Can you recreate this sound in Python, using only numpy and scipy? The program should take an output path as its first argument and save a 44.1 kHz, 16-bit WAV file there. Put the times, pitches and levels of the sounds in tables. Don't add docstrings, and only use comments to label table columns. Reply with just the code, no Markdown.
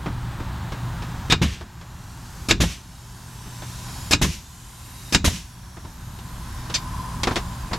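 import sys
import numpy as np
from scipy import signal
from scipy.fft import rfft, irfft, next_fast_len
from scipy.io import wavfile
from scipy.ndimage import uniform_filter1d, map_coordinates

SR = 44100
rng = np.random.default_rng(int(sys.argv[2]) if len(sys.argv) > 2 else 0)


def wav_record(signal):
    frames = np.transpose(np.atleast_2d(signal))
    bounded = np.clip(frames, -1, 1)
    quanta = np.round(bounded * 32767).astype(np.int16)
    wavfile.write(sys.argv[1], SR, quanta)


N = 343098
TIME_S = np.arange(N) / SR
AGE_S = np.arange(SR * 2 // 5) / SR


def amp(db):
    return 10 ** (np.asarray(db) / 20)


def along(points, hz):
    knots_hz, values = np.transpose(points)
    return np.interp(np.log(hz + 1), np.log(knots_hz + 1), values)


def curve(points):
    return np.interp(TIME_S, *np.transpose(points))


def wobble(rate_hz):
    return map_coordinates(rng.standard_normal(int(N * rate_hz / SR) + 4), [TIME_S * rate_hz / SR])


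def colour(points, treble_db=0, shelf_hz=4800):
    return lambda hz: amp(along(points, hz) + treble_db * hz ** 6 / (hz ** 6 + shelf_hz ** 6))


def resonant(modes, treble_db=0, scatter_db=0.5):
    offsets_db = scatter_db * rng.standard_normal(len(modes))
    rolloff = colour([(8000, 0), (14000, -12)], treble_db)

    def gain(hz):
        power = 0
        for (centre_hz, width_hz, db), offset_db in zip(modes, offsets_db):
            detuning = (hz ** 2 - centre_hz ** 2) / (hz * width_hz + 1)
            power += amp(db + offset_db) ** 2 / (1 + detuning ** 2)
        return np.sqrt(power) * rolloff(hz)
    return gain


def filtered(x, gain):
    size = next_fast_len(N + SR // 2)
    return irfft(rfft(x, size) * gain(np.fft.rfftfreq(size, 1 / SR)), size)[..., :N]


# frequency in Hz, side over mid in dB.
WIDTH_DB = [(110, -64), (200, -32.5), (380, -19.5), (700, -14.5), (2400, -12), (8000, -13), (10800, -14.5),
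            (12500, -1.5)]
# frequency in Hz, left over right in dB.
TILT_DB = [(700, 0), (8000, 0), (10000, 2), (12500, -3)]

def noise(gain, size=N, min_side_db=-60):
    padded = next_fast_len(size)
    hz = np.fft.rfftfreq(padded, 1 / SR)
    mid, side = rfft(rng.standard_normal((2, padded))) * gain(hz)
    side *= amp(np.maximum(along(WIDTH_DB, hz), min_side_db))
    lean = amp(along(TILT_DB, hz) / 2)
    pair = irfft([(mid + side) * lean, (mid - side) / lean], padded)[:, :size]
    return pair / pair.std()


def burst(gain, attack_s, hold_s, t60_s, min_side_db=-60):
    envelope = (1 - np.exp(-AGE_S / attack_s)) * amp(-60 * np.maximum(AGE_S - hold_s, 0) / t60_s)
    sound = noise(gain, len(AGE_S), min_side_db) * envelope
    return sound * np.sqrt(np.mean(envelope ** 2) / np.mean(sound ** 2))


def damped_sine(hz, t60_s):
    return np.sin(2 * np.pi * hz * AGE_S) * amp(-60 * AGE_S / t60_s)


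def add(track, start_s, sound):
    part = track[:, round(start_s * SR):][:, :sound.shape[-1]]
    part += sound[..., :part.shape[1]]


# nearest moment in seconds, roar, rumble and tyre song in dB,
# seconds for the roar to fall 3 dB.
CAR_PASSES = [(0.8, -39.5, -33, -60, 0.8), (4.3, -53, -49.5, -49.5, 1.3), (7.031, -56, -54, -38, 0.32),
              (7.25, -45.5, -33.5, -42.5, 0.6)]
# frequency in Hz, relative density in dB.
RUMBLE_DB = [(12, -45.5), (20, -3), (59, 1.5), (92, -1.5), (119, -5), (145, -8), (172, -4), (203, -12),
             (247, -13), (450, -39), (580, -32), (990, -120)]
ROAR_DB = [(200, -8.5), (350, -1), (470, -10), (700, -3), (950, 2.5), (1200, -2.5), (1600, -3), (2200, -12),
           (3800, -13), (6000, -24), (15000, -28.5)]

def road(steady_roar_db=-45, steady_rumble_db=-38, song_hz=1014.2):
    nearest_s, roar_db, rumble_db, song_db, passing_s = np.transpose(CAR_PASSES)
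    nearness = 1 / (1 + ((TIME_S[:, None] - nearest_s) / passing_s) ** 2)
    rumble_rms = np.sqrt(amp(steady_rumble_db) ** 2 + nearness @ amp(rumble_db) ** 2)
    roar_rms = np.sqrt(amp(steady_roar_db) ** 2 + nearness @ amp(roar_db) ** 2)
    song_rms = np.sqrt(nearness ** 2 @ amp(song_db) ** 2)
    rumble = noise(colour(RUMBLE_DB)) * rumble_rms * amp(0.98 * wobble(9))
    roar = noise(colour(ROAR_DB)) * roar_rms * amp(0.17 * wobble(7))
    song = noise(resonant([(song_hz, 35, 0)])) * song_rms * amp(1.4 * wobble(14))
    return rumble + roar + song


# time in seconds, level in dB.
HUM_DB = [(0, -39.5), (0.2, -31.5), (0.62, -40.5), (0.9, -31.5), (1.2, -41.5), (2.9, -43.5), (3.6, -36),
          (4.1, -42), (7.8, -41)]

def machine_hum(hum_hz=120):
    tone = np.sqrt(2) * np.sin(2 * np.pi * hum_hz * TIME_S + 0.3 * wobble(5))
    return tone * amp(curve(HUM_DB) + 1.4 * wobble(6))


def wall_comb(x, depth_db=3.2, size=1024):
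    spectra = signal.stft(x, nperseg=size)[2]
    bins, frames = np.indices(spectra.shape[1:])
    knots = rng.standard_normal((size // 4, 40))
    ripple = amp(depth_db * map_coordinates(knots, [bins / 3, frames / 25], mode="mirror"))
    return signal.istft(spectra * ripple, nperseg=size)[1][:, :N] / np.sqrt(np.mean(ripple ** 2))


# time in seconds, presence in dB.
PRESENCE_DB = [(0, -11), (1.3, -7), (2.4, -1.2), (3, 0.2), (5.1, 3.5), (5.8, -3.5), (7.8, -3.5)]
# frequency in Hz, relative density in dB.
HISS_DB = [(1180, -12), (2000, -6), (3510, -4.5), (3800, -2.5), (4470, -3.5), (5650, -2), (6490, -1.5),
           (7460, -2), (8200, -6), (11900, -7), (13400, -12.5), (15000, -35), (15800, -21)]

def leak(base_db=-41.5, held_db=-18):
    held = sum((TIME_S > strike_s) & (TIME_S < release_s) for strike_s, release_s, *_ in NAIL_SHOTS)
    level_db = base_db + curve(PRESENCE_DB) + held_db * held + 0.57 * wobble(12)
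    return amp(level_db) * noise(colour(HISS_DB))


# frequency in Hz, relative density in dB.
CLICK_DB = [(900, -16), (2200, -1.5), (3500, 0.5), (5500, -4.5), (8000, -13), (15000, -32.5)]
WOOD_DB = [(250, 8.5), (450, 3), (1000, 5), (1700, -0.5), (3000, -13), (7000, -44)]
FLOOR_DB = [(30, 17), (70, -5), (170, 0.5), (250, -0.5), (350, -2.5), (480, -16.5), (900, -77)]
# start in seconds, level in dB, hardness from 0 to 1.
BOARD_KNOCKS = [(0.059, -26, .25), (0.4, -32.5, 0.3), (0.721, -31, 0.55), (1.021, -31.5, 0.54),
                (1.609, -27, 0.52), (1.812, -34, 0.61), (3.457, -42, 0), (3.6215, -32.5, 0.55),
                (3.884, -42, 0.66), (5.768, -33, .38), (5.848, -32.5, 0.37), (6.188, -41.5, 0.8),
                (6.6987, -31, 0.66), (7.233, -23, 0.91), (7.271, -17.5, 0.48), (7.31, -23, .4),
                (7.358, -22, 0.73), (7.364, -21, 0.61), (7.712, -30, 0.12), (7.7311, -23.5, 0.4)]

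def knocks(board_hz=348.5, board_t60_s=0.082):
    out = np.zeros((2, N))
    for start_s, level_db, hardness in BOARD_KNOCKS:
        blend = lambda soft, hard: soft + (hard - soft) * hardness
        contact_s = np.exp(blend(np.log(0.011), np.log(0.00082)))
        click = amp(blend(-25, 8)) * burst(colour(CLICK_DB), 0.000154, contact_s, blend(0.19, 0.0656))
        wood = burst(colour(WOOD_DB), 0.00082, contact_s, 0.13)
        board = amp(-3.5) * damped_sine(board_hz, board_t60_s)
        thud = amp(blend(10, -13)) * burst(colour(FLOOR_DB), 0.0032, contact_s, 0.17)
        add(out, start_s, amp(level_db) * (click + wood + board + thud))
    return out


# frequency in Hz, width in Hz, relative level in dB.
METAL_MODES = [(3660, 29, 7), (4400, 56, 10), (4886, 72, 7), (5500, 71, 1), (6040, 36, -14.5),
               (6340, 39, -11), (7300, 59, 3.5), (8600, 34, -8.5)]
# start in seconds, gain in dB, length in seconds, ping in Hz.
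METAL_SCRAPES = [(6.74, -22, 0.018, 6070), (7.731, -29, 0.0043, 4300)]

def scrapes():
    out = np.zeros((2, N))
    for start_s, gain_db, length_s, ping_hz in METAL_SCRAPES:
        rasp = amp(-1.5) * burst(colour(CLICK_DB), 0.0023, length_s, 0.098)
        body = amp(-12.5) * burst(colour(WOOD_DB), 0.0032, length_s, 0.083)
        ring = amp(-0.5) * burst(resonant(METAL_MODES), 0.0029, length_s, 0.089)
        ping = amp(-3) * burst(resonant([(ping_hz, 100, 0)]), 0.0022, length_s, 0.056)
        add(out, start_s, amp(gain_db) * (rasp + body + ring + ping))
    return out


# frequency in Hz, width in Hz, relative level in dB.
BODY_MODES = [(1000, 120, -3), (1258, 22, 5.5), (1490, 75, 2), (1677, 18, 8), (2455, 69, 7), (2802, 58, 5),
              (3450, 26, -12), (4570, 390, -4), (5111, 96, 1.5), (5840, 92, -24), (6100, 170, -26),
              (7360, 130, -5), (8600, 45, -7), (8570, 39, -22)]
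NOSE_MODES = [(2420, 380, -17), (3680, 110, -2)]
# frequency in Hz, relative density in dB.
INRUSH_DB = [(35, -30), (60, 12.5), (175, 3), (490, -5.5), (1370, -10), (2750, -4.5), (3170, -5.5),
             (4390, -7.5), (5050, -3), (7690, -10.5), (8840, -15), (9930, -15), (12500, -20.5),
             (15800, -37)]

def inrush(fill_s, treble_db, shriek_db):
    air = amp(-6) * burst(colour(INRUSH_DB, treble_db), 0.00022, fill_s, 0.038)
    whistle = amp(-7.5) * burst(resonant(BODY_MODES, treble_db), 0.0073, fill_s, 0.076)
    shriek = amp(shriek_db + 4) * burst(resonant(NOSE_MODES), 0.0085, fill_s, 0.11)
    snap = amp(1) * damped_sine(286.5, 0.017)
    return air + whistle + shriek + snap


# frequency in Hz, relative density in dB.
CRACK_DB = [(180, 1), (300, 2.5), (592, -8.5), (1920, -9), (2390, -3.5), (3170, -11), (3800, 0.5),
            (4340, -11), (4720, -9), (7510, -12), (8720, -27.5), (12300, -31.5), (15800, -52)]
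BAY_DB = [(25, -18), (50, 1), (75, 3), (120, -9), (180, -5), (260, -20), (400, -26), (800, -61)]

def strike(treble_db, shriek_db):
    crack = amp(1) * burst(colour(CRACK_DB, treble_db), 0.00081, 0.0021, 0.066)
    ring = amp(-5.5) * burst(resonant(BODY_MODES, treble_db), 0.00063, 0.001, 0.1026)
    shriek = amp(shriek_db - 4) * burst(resonant(NOSE_MODES), 0.0026, 0.00153, 0.088)
    walls = amp(-21.5) * burst(colour(CRACK_DB, treble_db), 0.00127, 0.0073, 0.3)
    thump = amp(-8) * burst(colour(FLOOR_DB), 0.0017, 0.011, 0.15, min_side_db=-17)
    bay = amp(-13.5) * burst(colour(BAY_DB), 0.002, 0.0081, 0.66)
    return crack + ring + shriek + walls + thump + bay


# frequency in Hz, relative density in dB.
PUFF_DB = [(180, 3), (300, 1), (897, -12.5), (1130, -5.5), (1360, -13.5), (1770, -4), (2200, -4.5),
           (4000, -4), (4340, -9.5), (6570, -6), (8290, -14.5), (12300, -17.5), (15800, -43)]
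REFILL_DB = [(290, -35.5), (500, -9), (866, -7.5), (905, -8.5), (987, -3), (1240, -7), (2790, 2.5),
             (4500, -1.5), (5930, 1.5), (9010, -9), (11900, -12.5), (15800, -28.5)]

def exhaust(vent_s, treble_db):
    pop = amp(-2.5) * burst(colour(WOOD_DB), 0.0017, 0.0023, 0.059)
    puff = burst(colour(PUFF_DB, treble_db), 0.0053, vent_s / 2, 0.16)
    piston = amp(-6.5) * burst(colour(WOOD_DB), 0.00025, 0.0032, 0.055)
    refill = amp(-18.5) * burst(colour(REFILL_DB, treble_db), 0.032, 0.12, 0.303)
    return pop + puff + np.roll(piston, round(vent_s * SR), axis=1) + refill


def boom(vent_s):
    pulse = amp(9.5) * damped_sine(132, 0.016)
    return pulse + amp(-3) * burst(colour(BAY_DB), 0.0018, vent_s, 0.312, min_side_db=-30)


# strike and trigger release in seconds, force in dB, venting time in seconds,
# shriek gain in dB, pitch of the floor panel under the nail in Hz.
NAIL_SHOTS = [(1.3223, 1.4156, -0.95, 0.026, -3.5, 157), (2.509, 2.602, -1, 0.034, -25, 336),
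              (4.1325, 4.214, -0.7, .03, -20, 291), (5.147, 5.2426, -1.3, 0.034, -28, 215)]

def nailer(fill_s=0.023, panel_t60_s=0.12):
    out = np.zeros((2, N))
    presence_db = curve(PRESENCE_DB)
    for strike_s, release_s, force_db, vent_s, shriek_db, panel_hz in NAIL_SHOTS:
        near_db = presence_db[round(strike_s * SR)]
        treble_db = 0.835 * near_db
        panel = damped_sine(panel_hz, panel_t60_s)
        fill = amp(-13 + 0.46 * near_db) * inrush(fill_s, treble_db, shriek_db)
        blow = amp(1.97) * strike(treble_db, shriek_db) + amp(-7) * panel
        air = amp(-5.5 + 0.32 * near_db) * exhaust(vent_s, treble_db) + amp(-3.5) * boom(vent_s)
        add(out, strike_s - fill_s, fill)
        add(out, strike_s, amp(force_db) * blow)
        add(out, release_s, amp(force_db) * (air + amp(-14) * panel))
    return out


def scene():
    return nailer() + knocks() + scrapes() + wall_comb(leak()) + machine_hum() + road()


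def stereo_image(x, mono_until_s=1.418, opening_s=2.02, seam_hz=10900, notch_hz=600):
    progress = 1 - np.exp(-np.maximum(TIME_S - mono_until_s, 0) / opening_s)
    width = amp(-32) + amp(4.5) * progress
    mid, side = (x[0] + x[1]) / 2, (x[0] - x[1]) / 2
    side += (width - 1) * filtered(side, lambda hz: hz < seam_hz)
    seam = filtered(mid, lambda hz: 0.85 * np.exp(-((hz - seam_hz) / notch_hz) ** 2))
    mid -= np.clip(1 - width, 0, 1) * seam
    return np.array([mid + side, mid - side])


def gain_control(x, limit_db=-10, recovery_db_per_s=8.0, size=280):
    power = uniform_filter1d(np.mean(x ** 2, axis=0), size, origin=size // 7)
    excess_db = np.maximum(10 * np.log10(np.abs(power) + 1e-12) - limit_db, 0)
    climb_db = recovery_db_per_s * TIME_S
    cut_db = np.maximum.accumulate(excess_db + climb_db) - climb_db
    return x * amp(-uniform_filter1d(cut_db, size // 2))


def record(dry, low_cut_hz=25, top_hz=15950):
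    clipped = np.clip(gain_control(stereo_image(dry)), -1, 1)
    return filtered(clipped, lambda hz: (hz < top_hz) * hz ** 4 / (hz ** 4 + low_cut_hz ** 4))


dry = scene()
out = record(dry)
wav_record(out)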